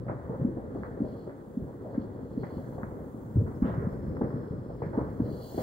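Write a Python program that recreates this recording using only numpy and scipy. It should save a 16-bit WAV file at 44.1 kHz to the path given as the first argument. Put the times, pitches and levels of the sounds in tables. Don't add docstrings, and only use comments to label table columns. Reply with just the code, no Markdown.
import sys
import numpy as np
from scipy import signal
from scipy.fft import rfft, irfft, next_fast_len
from scipy.io import wavfile

SR = 44100
rng = np.random.default_rng(int(sys.argv[2]) if len(sys.argv) > 2 else 0)


def volts_from_decibels(level):
    exponent = np.asarray(level, float) / 20
    return 10 ** exponent


def log_audio(samples):
    frames = np.atleast_2d(samples).T
    limited = np.clip(frames, -1, 1)
    pcm = np.round(limited * 32767).astype(np.int16)
    wavfile.write(sys.argv[1], SR, pcm)


N = 247842
SIZE = next_fast_len(N)
HZ = np.maximum(np.arange(SIZE // 2 + 1) * SR / SIZE, 1)


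def rms_one(x):
    return x / np.sqrt(np.mean(x ** 2) + 1e-20)


def in_time(rows):
    start_s, *columns = np.transpose(rows)
    return [np.interp(np.arange(N) / SR, start_s, column) for column in columns]


def at_hz(rows, hz, axis=1):
    table = np.array(rows)
    return np.interp(np.log(hz), np.log(table[:, 0]), table[:, axis])


def drift(rate_hz):
    hop = 40
    pole = np.exp(-2 * hop * np.pi * rate_hz / SR)
    noise = rng.standard_normal(N // hop + 2002)
    slow = signal.lfilter([1], [1, -2 * pole, pole * pole], noise)[2000:]
    return np.interp(np.arange(N) / hop, np.arange(len(slow)), rms_one(slow))


# (pitch_hz, likeness_0_to_1, left_lead_radians, left_over_right_db)
PORTS = [(25, .95, .1, -.5), (80, .96, .15, 2.5), (150, .94, .3, 0), (300, .85, .55, 1.5),
         (600, .68, .5, .5), (950, .35, 1.3, -1), (1400, .38, 3.1, -1.5), (1800, .1, 5, -1),
         (2150, .48, 6.2, -.5), (3300, .4, 6.3, -1.5), (4300, .65, 7, -2), (7000, .35, 8.6, 1.5),
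         (9500, .15, 9.4, 2), (12000, .4, 9.3, 4), (15500, .5, 10.3, 5)]


def port_noise(gain):
    shared, left, right = rfft(rng.standard_normal((3, SIZE)))
    alike = np.clip(at_hz(PORTS, HZ), 0, 1)
    half_level = volts_from_decibels(at_hz(PORTS, HZ, axis=3) / 2)
    shift = half_level * np.exp(.5j * at_hz(PORTS, HZ, axis=2))
    left_port = np.sqrt(alike) * shared + np.sqrt(1 - alike) * left
    right_port = np.sqrt(alike) * shared + np.sqrt(1 - alike) * right
    return gain * np.array([shift * left_port, right_port / shift])


def to_sound(spectra):
    return irfft(spectra, SIZE)[:, :N]


def in_bands(spectra, centres):
    place = np.interp(np.log(HZ), np.log(centres), np.arange(len(centres)))
    for k, hz in enumerate(centres):
        yield hz, to_sound(spectra * np.clip(1 - abs(place - k), 0, 1))


def echo_power(start_s, level_db, t60_s, rise_s):
    grid = np.arange(0, N + 64, 64)
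    since_s = np.maximum(grid / SR - start_s[:, None], 0)
    swell = 1 - np.exp(-since_s / rise_s)
    decay = volts_from_decibels(-120 * since_s / t60_s[:, None])
    tails = volts_from_decibels(2 * level_db)[:, None] * swell * decay
    return np.interp(np.arange(N), grid, tails.sum(axis=0))


# (pitch_hz, level_db_per_hz)
NIGHT = [(1410, -30), (2400, -1), (2720, -5.5), (3390, 1), (3850, -4), (4540, -2.5), (5830, -9),
         (6410, -5.5), (8180, -2), (9270, -7.5), (11100, -6), (12100, -13.5), (14100, -20.5), (15100, 0.5),
         (15700, 0.5)]
NIGHT_DB = -77.5


def night():
    return volts_from_decibels(NIGHT_DB + 4.5) * rms_one(to_sound(port_noise(volts_from_decibels(at_hz(NIGHT, HZ)))))


# (start_s, level_db, extra_deep_db)
ROLL = [(0.0, -43.5, 1.5), (0.59, -40.5, -3), (1.14, -42, -3), (1.33, -45.5, -7.5), (1.58, -46, -3),
        (2.02, -40.5, -5.5), (2.24, -43.5, -0.5), (2.52, -42, -5.5), (2.96, -41.5, -4.0),
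        (3.16, -44.5, -4.0), (3.43, -43, 1), (3.79, -38.5, 0.5), (4.33, -38, -4.0), (4.66, -43, -2.5),
        (5.1, -38.5, -1), (5.62, -42.5, -5.5)]
# (pitch_hz, level_db_per_hz)
ROLL_COLOUR = [(20, -39.5), (50, -2), (85, 0), (125, 5), (170, -1), (245, -3), (330, -6.5), (520, -6.5),
               (700, -16.5), (950, -19), (1400, -24.5), (1950, -34.5), (2350, -52), (2700, -63.5),
               (3400, -100)]
ROLL_MIDDLE_DB, ROLL_BRIGHT_DB, BRIGHT_FOLLOWS = 0.5, -57.5, 0.87
SMALL_ECHO_DB, SMALL_T60_S, SMALL_RISE_S = -12.5, 0.33, 0.0018
BOOM_ECHO_DB, BOOM_T60_S, BOOM_RISE_S = -18, 0.5, 0.012
CRACK_ECHO_DB, CRACK_T60_S = -18, 0.32
HILL_ECHO_DB, HILL_T60_S = -13.5, 1.7
STREET_DB, STREET_T60_S, STREET_DB_PER_OCTAVE = -2, 0.15, 4


def roll():
    far_db, heavy_db = in_time(ROLL)
    bright_db = ROLL_BRIGHT_DB + BRIGHT_FOLLOWS * (far_db - far_db.mean())
    zone_db = far_db + heavy_db, far_db + ROLL_MIDDLE_DB, bright_db
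    spectra = port_noise(volts_from_decibels(at_hz(ROLL_COLOUR, HZ)))
    power = np.mean(abs(spectra) ** 2, axis=0) * 2 / SIZE ** 2
    zones_hz = (40, 170), (170, 700), (700, 2400)
    zone_rms = [np.sqrt(power[(HZ > lo) & (HZ < hi)].sum()) for lo, hi in zones_hz]

    thud_s, thud_db, thud_hz, swings = np.transpose(THUDS + BOOMS)
    counts = [len(THUDS), len(BOOMS)]
    thud_echo_db = thud_db + np.repeat([SMALL_ECHO_DB, BOOM_ECHO_DB], counts)
    thud_t60_s = np.repeat([SMALL_T60_S, BOOM_T60_S], counts)
    thud_rise_s = np.repeat([SMALL_RISE_S, BOOM_RISE_S], counts)[:, None]

    near_s, near_db, near_hz = np.transpose([row[:3] for row in CRACKS])
    crack_rows = [(s, db + CRACK_ECHO_DB, CRACK_T60_S, tilt) for s, db, hz, tilt in CRACKS]
    snap_rows = [(s, db + echo, t60, tilt) for s, db, echo, t60, tilt in SNAPS]
    sharp_s, sharp_db, sharp_t60_s, tilt_db = np.transpose(crack_rows + snap_rows)

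    out = 0
    reflections_db = np.minimum(1.14 * drift(58), 2)
    for hz, band in in_bands(spectra, np.geomspace(30, 2500, 14)):
        zone = int(hz > 170) + int(hz > 600)
        if zone < 2:
            matched_db = thud_echo_db - 2.13 * abs(np.log2(hz / thud_hz))
            tails = echo_power(thud_s + 2.5 * swings / thud_hz, matched_db, thud_t60_s, thud_rise_s)
        else:
            octaves = np.log2(hz / 1200)
            start_db = sharp_db + tilt_db * octaves
            close = echo_power(sharp_s, start_db, sharp_t60_s * 1.37 ** octaves, rise_s=.008)
            hill_t60_s = np.full(len(sharp_s), HILL_T60_S)
            tails = close + echo_power(sharp_s, start_db + HILL_ECHO_DB, hill_t60_s, rise_s=0.09)
        off_pitch_db = STREET_DB_PER_OCTAVE * abs(np.log2(2.6 * hz / near_hz))
        street_db = near_db + STREET_DB - off_pitch_db - 6 * (zone == 2)
        tails = tails + echo_power(near_s, street_db, np.full(len(near_s), STREET_T60_S), rise_s=.003)
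        level = np.sqrt(volts_from_decibels(2 * zone_db[zone]) + tails)
        out = out + level / zone_rms[zone] * volts_from_decibels(reflections_db + 1.47 * drift(4.45)) * band
    return out


# (start_s, casing_sputter_db, jet_flow_db)
FUSE = [(0.02, -103, -88.5), (0.4, -110, -79), (0.68, -104, -86), (0.76, -80, -80), (0.99, -89, -82),
        (1.07, -74.5, -79), (1.25, -74.5, -80.5), (1.31, -86, -83.5), (1.56, -98, -79), (2.02, -76.5, -82),
        (2.1, -87, -83.5), (2.32, -83, -81.5), (2.47, -68.5, -77), (2.67, -78, -75), (2.87, -94.5, -76.5),
        (3.7, -88, -75.5), (4.7, -82, -84.5), (5.15, -78, -76)]
# (start_s, added_sputter_db, added_jet_db)
FLARE = [
    (5.15, -1.2, .1),
    (5.25, 2, 0),
    (5.32, 14, 6),
    (5.41, 16, 7.5),
    (5.46, 19.5, 12.5),
    (5.56, 18, 14.5),
    (5.59, 21, 16),
    (5.62, 21, 22),
]
# (pitch_hz, width_hz, level_db)
FIZZ_MODES = [
    [(4170, 480, -1), (4520, 480, 0)],
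    [(2950, 350, -5), (3330, 560, 0)],
    [(5200, 620, 0)],
]
# (pitch_hz, level_db_per_hz)
HISS_COLOUR = [(3240, -35), (5500, -10.5), (6030, -5.5), (7510, -4.5), (7920, -7), (8570, -5.5),
               (9480, -11.5), (11300, -3.5), (12200, -7.5), (13800, -3.5), (14600, -4), (15200, 1.5),
               (15700, 2)]
HOLLOW_FOLLOWS, HOLLOW_DB = (0.89, 0.9, 0.7), (-80.5, -86, -89.5)
HOLLOW_FLARE, HOLLOW_JET = (0.89, .1, .2), (.05, 1.09, 0.95)
UPPER_OPENS_S, UPPER_OPEN_DB = 3.6, -83.5
JET_BRIGHTENS = .12


def fuse():
    t = np.arange(N) / SR
    burn_db, hiss_db = in_time(FUSE)
    flare_db, jet_db = in_time(FLARE)
    fizz_db = [db + share * (burn_db + 80) + flare * flare_db + jet * jet_db
               for share, db, flare, jet in zip(HOLLOW_FOLLOWS, HOLLOW_DB, HOLLOW_FLARE, HOLLOW_JET)]
    fizz_db[2] = np.maximum(fizz_db[2], UPPER_OPEN_DB + 25 * np.minimum(t - UPPER_OPENS_S, 0))
    sputter_db = 1.3 * drift(40) + 1.7 * drift(9)
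    fizz = 0
    for modes, level_db in zip(FIZZ_MODES, fizz_db):
        hollow = sum(volts_from_decibels(db) / (1 + (2 * (HZ - hz) / width) ** 2) ** 2 for hz, width, db in modes)
        noise = rms_one(to_sound(port_noise(hollow)))
        fizz = fizz + noise * volts_from_decibels(level_db - 1.0 + sputter_db + 1.1 * drift(90))

    jet_colour = volts_from_decibels(at_hz(HISS_COLOUR, HZ)) / (1 + (5600 / HZ) ** 20)
    slices = in_bands(port_noise(jet_colour), np.geomspace(5500, 15500, 6))
    hiss = rms_one(sum(band * volts_from_decibels(0.77 * drift(1.0) + 1.2 * drift(60)) for hz, band in slices))
    treble = signal.sosfilt(signal.butter(2, 12000, "high", fs=SR, output="sos"), hiss)
    hiss = hiss + treble * (volts_from_decibels(JET_BRIGHTENS * jet_db) - 1)
    return fizz + hiss * volts_from_decibels(hiss_db + jet_db + 9.0 + .1 * sputter_db)


def blast(peak_db, start_s, hz, swings, glide, pan_db, lead_s):
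    first = max(round((start_s - 3 * swings / hz) * SR), 0)
    near = slice(first, round((start_s + 8 * swings / hz) * SR))
    t = (np.arange(N) / SR)[near]
    wave = np.zeros((2, len(t)))
    for side in (0, 1):
        cycles = (t - start_s - side * lead_s) * hz
        rise = (np.minimum(cycles, 0) / (.8 * swings)) ** 2
        fall = (np.maximum(cycles, 0) / (1.3 * swings)) ** 2
        swing = np.sin(2 * np.pi * (cycles + glide * cycles * abs(cycles)))
        wave[side] = volts_from_decibels(peak_db + pan_db / 2 - pan_db * side) * np.exp(-rise - fall) * swing
    return near, wave


# (start_s, peak_db, pitch_hz, length_swings)
THUDS = [(0.097, -26, 285, 0.16), (0.297, -26.5, 168, 0.25), (0.399, -23, 194, 0.31),
         (0.422, -27, 139, 1.2), (0.573, -29.5, 297, 1.2), (0.759, -27, 337, 1.05), (0.775, -25, 342, 0.31),
         (1.276, -25.5, 345, 0.25), (1.626, -27, 192, 0.24), (2.229, -34, 220, 1.54), (2.429, -33, 375, 3),
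         (2.527, -28, 234, 0.34), (2.571, -23, 188, 0.38), (2.834, -27.5, 184, 0.61),
         (3.007, -29, 162, 0.37), (3.147, -31, 258, 0.88), (3.631, -26, 55.4, 0.62),
         (3.694, -23, 202, 0.63), (3.783, -21, 145, 0.76), (4.083, -21.5, 164, 0.26),
         (4.261, -25.5, 290, 0.57), (4.343, -24.5, 170, 0.54), (4.511, -25, 152, 0.6),
         (4.663, -26, 293, 0.35), (4.824, -26.5, 422, 1.8), (4.869, -27, 152, 0.72),
         (5.221, -20, 182, 0.32), (5.247, -29, 156, 0.32), (5.317, -23, 257, .4), (5.547, -25.5, 308, 0.37)]
# (start_s, peak_db, pitch_hz, length_swings)
BOOMS = [(.4515, -15.5, 235, 1.1), (1.0065, -19, 250, .8), (1.0208, -18.5, 240, .9),
         (1.5756, -20, 225, 1.1), (1.9812, -17, 238, 1.1), (2.3778, -18.5, 235, 1),
         (3.3612, -15.5, 125, .6), (3.3706, -20, 260, .8), (3.3855, -15.5, 98, 1.3), (3.4062, -23, 105, 1),
         (3.4218, -20.5, 170, .7), (3.6252, -12.5, 225, .95), (3.6455, -20, 240, .8),
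         (3.6568, -21, 210, .9), (3.8724, -20.5, 190, .9), (4.2104, -20, 300, .7),
         (4.2147, -18.5, 420, .65), (4.2186, -17, 320, .95), (4.9772, -16, 260, .6),
         (4.9816, -16.5, 300, .8), (4.9858, -19.5, 400, 1), (5.2044, -16, 250, .95),
         (5.5794, -20, 350, 1.1)]
# (start_s, peak_db, pitch_hz, brightness_db_per_octave)
CRACKS = [(0.066, -36, 595, -7), (0.096, -29, 760, -5), (0.295, -34.5, 560, -10), (0.343, -36.5, 617, 1),
          (0.57, -41.5, 590, -13), (0.75, -36, 580, -12.5), (1.044, -45, 590, -22.5),
          (1.268, -39.5, 640, -14), (1.82, -52, 570, -9), (1.846, -38, 620, -17), (2.036, -44, 603, -19),
          (2.431, -36, 724, -4), (2.505, -38.5, 850, -12), (2.581, -38, 825, -6.5), (2.781, -31.5, 670, -4),
          (3.627, -40, 580, 0.5), (3.662, -38.5, 700, 0), (3.695, -36, 650, 0), (4.121, -59, 613, 5),
          (4.213, -26, 706, 3.5), (4.401, -39.5, 605, -1), (4.697, -39.5, 616, -11.5),
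          (4.819, -28, 770, -5), (4.854, -45, 614, -12), (5.084, -39, 597, 13), (5.195, -33.5, 587, 3),
          (5.285, -38.5, 735, -13), (5.543, -40, 590, 17), (5.577, -27, 626, -10)]
# (start_s, peak_db, echo_re_peak_db, echo_t60_s, brightness_db_per_octave)
SNAPS = [(0.0827, -35.5, 1.5, 0.17, 1.8), (0.833, -27, -17.5, 0.3, 5.5), (1.294, -38, -16, 0.46, 4),
         (1.669, -52.5, -5.5, 0.39, -7), (1.943, -43, -8.5, 0.28, 6), (2.433, -36, -3.5, 0.2, 5),
         (2.8313, -27, -12, 0.12, 2.2), (3.4643, -40.5, -10, 0.53, 5.5), (3.6248, -35.5, -3.5, 0.94, 4.5),
         (3.7843, -45.5, -7, .44, 3), (4.1679, -32.5, -10.5, 0.11, -4.5), (4.212, -48, -8, 0.42, 1.1),
         (4.3036, -36.5, -8.5, 0.19, 0.5), (4.821, -43, -1.5, 0.29, 10.5), (4.9307, -41.5, -1.5, 0.57, -3),
         (4.9764, -36, -5, 0.35, .1), (5.5842, -43, -10, .38, 17)]
SNAP_HZ, SNAP_SWINGS = 1290, 0.59
AIR_CUT_HZ = 2350


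def bursts():
    out = np.zeros((2, N))
    for s, db, hz, swings in THUDS + BOOMS:
        pan_db = rng.normal(.5, .8)
        near, wave = blast(db, s, hz, max(swings, .4), glide=.035, pan_db=pan_db, lead_s=.00025)
        out[:, near] += wave
    for s, db, hz, *rest in CRACKS + [(s, db, SNAP_HZ) for s, db, *rest in SNAPS]:
        swings = .9 if hz < 1000 else SNAP_SWINGS
        pan_db = rng.normal(-.5, 1.5)
        near, wave = blast(db - 1, s + .0012, hz, swings, glide=.1, pan_db=pan_db, lead_s=.0002)
        out[:, near] += wave
    return signal.sosfilt(signal.butter(6, AIR_CUT_HZ, fs=SR, output="sos"), out)


GLINT_S, GLINT_RISE_S, GLINT_T60_S, GLINT_DB = 3.64, 0.078, 0.39, -55.5
GLINT_HZ, GLINT_WIDTH_HZ = 2800, 1500
GLINT_LAG_S_PER_OCTAVE = 0.031


def glint():
    colour = 1 / (1 + (2 * (HZ - GLINT_HZ) / GLINT_WIDTH_HZ) ** 2) / (1 + (2200 / HZ) ** 8)
    level_db, t60_s = np.array([GLINT_DB + 13]), np.array([GLINT_T60_S])
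    out = 0
    for hz, band in in_bands(port_noise(colour), np.geomspace(2300, 6000, 5)):
        start_s = np.array([GLINT_S + GLINT_LAG_S_PER_OCTAVE * np.log2(hz / GLINT_HZ)])
        out = out + band * np.sqrt(echo_power(start_s, level_db, t60_s, GLINT_RISE_S))
    return out


def scene():
    return night() + roll() + fuse() + bursts() + glint()


def roll_off(x):
    return signal.sosfilt(signal.butter(12, 16340, fs=SR, output="sos"), x)


def record(dry):
    top_hz = 15780
    dull = to_sound(rfft(dry, SIZE) * (HZ < top_hz))
    return roll_off(dull)


dry = scene()
out = record(dry)
log_audio(out)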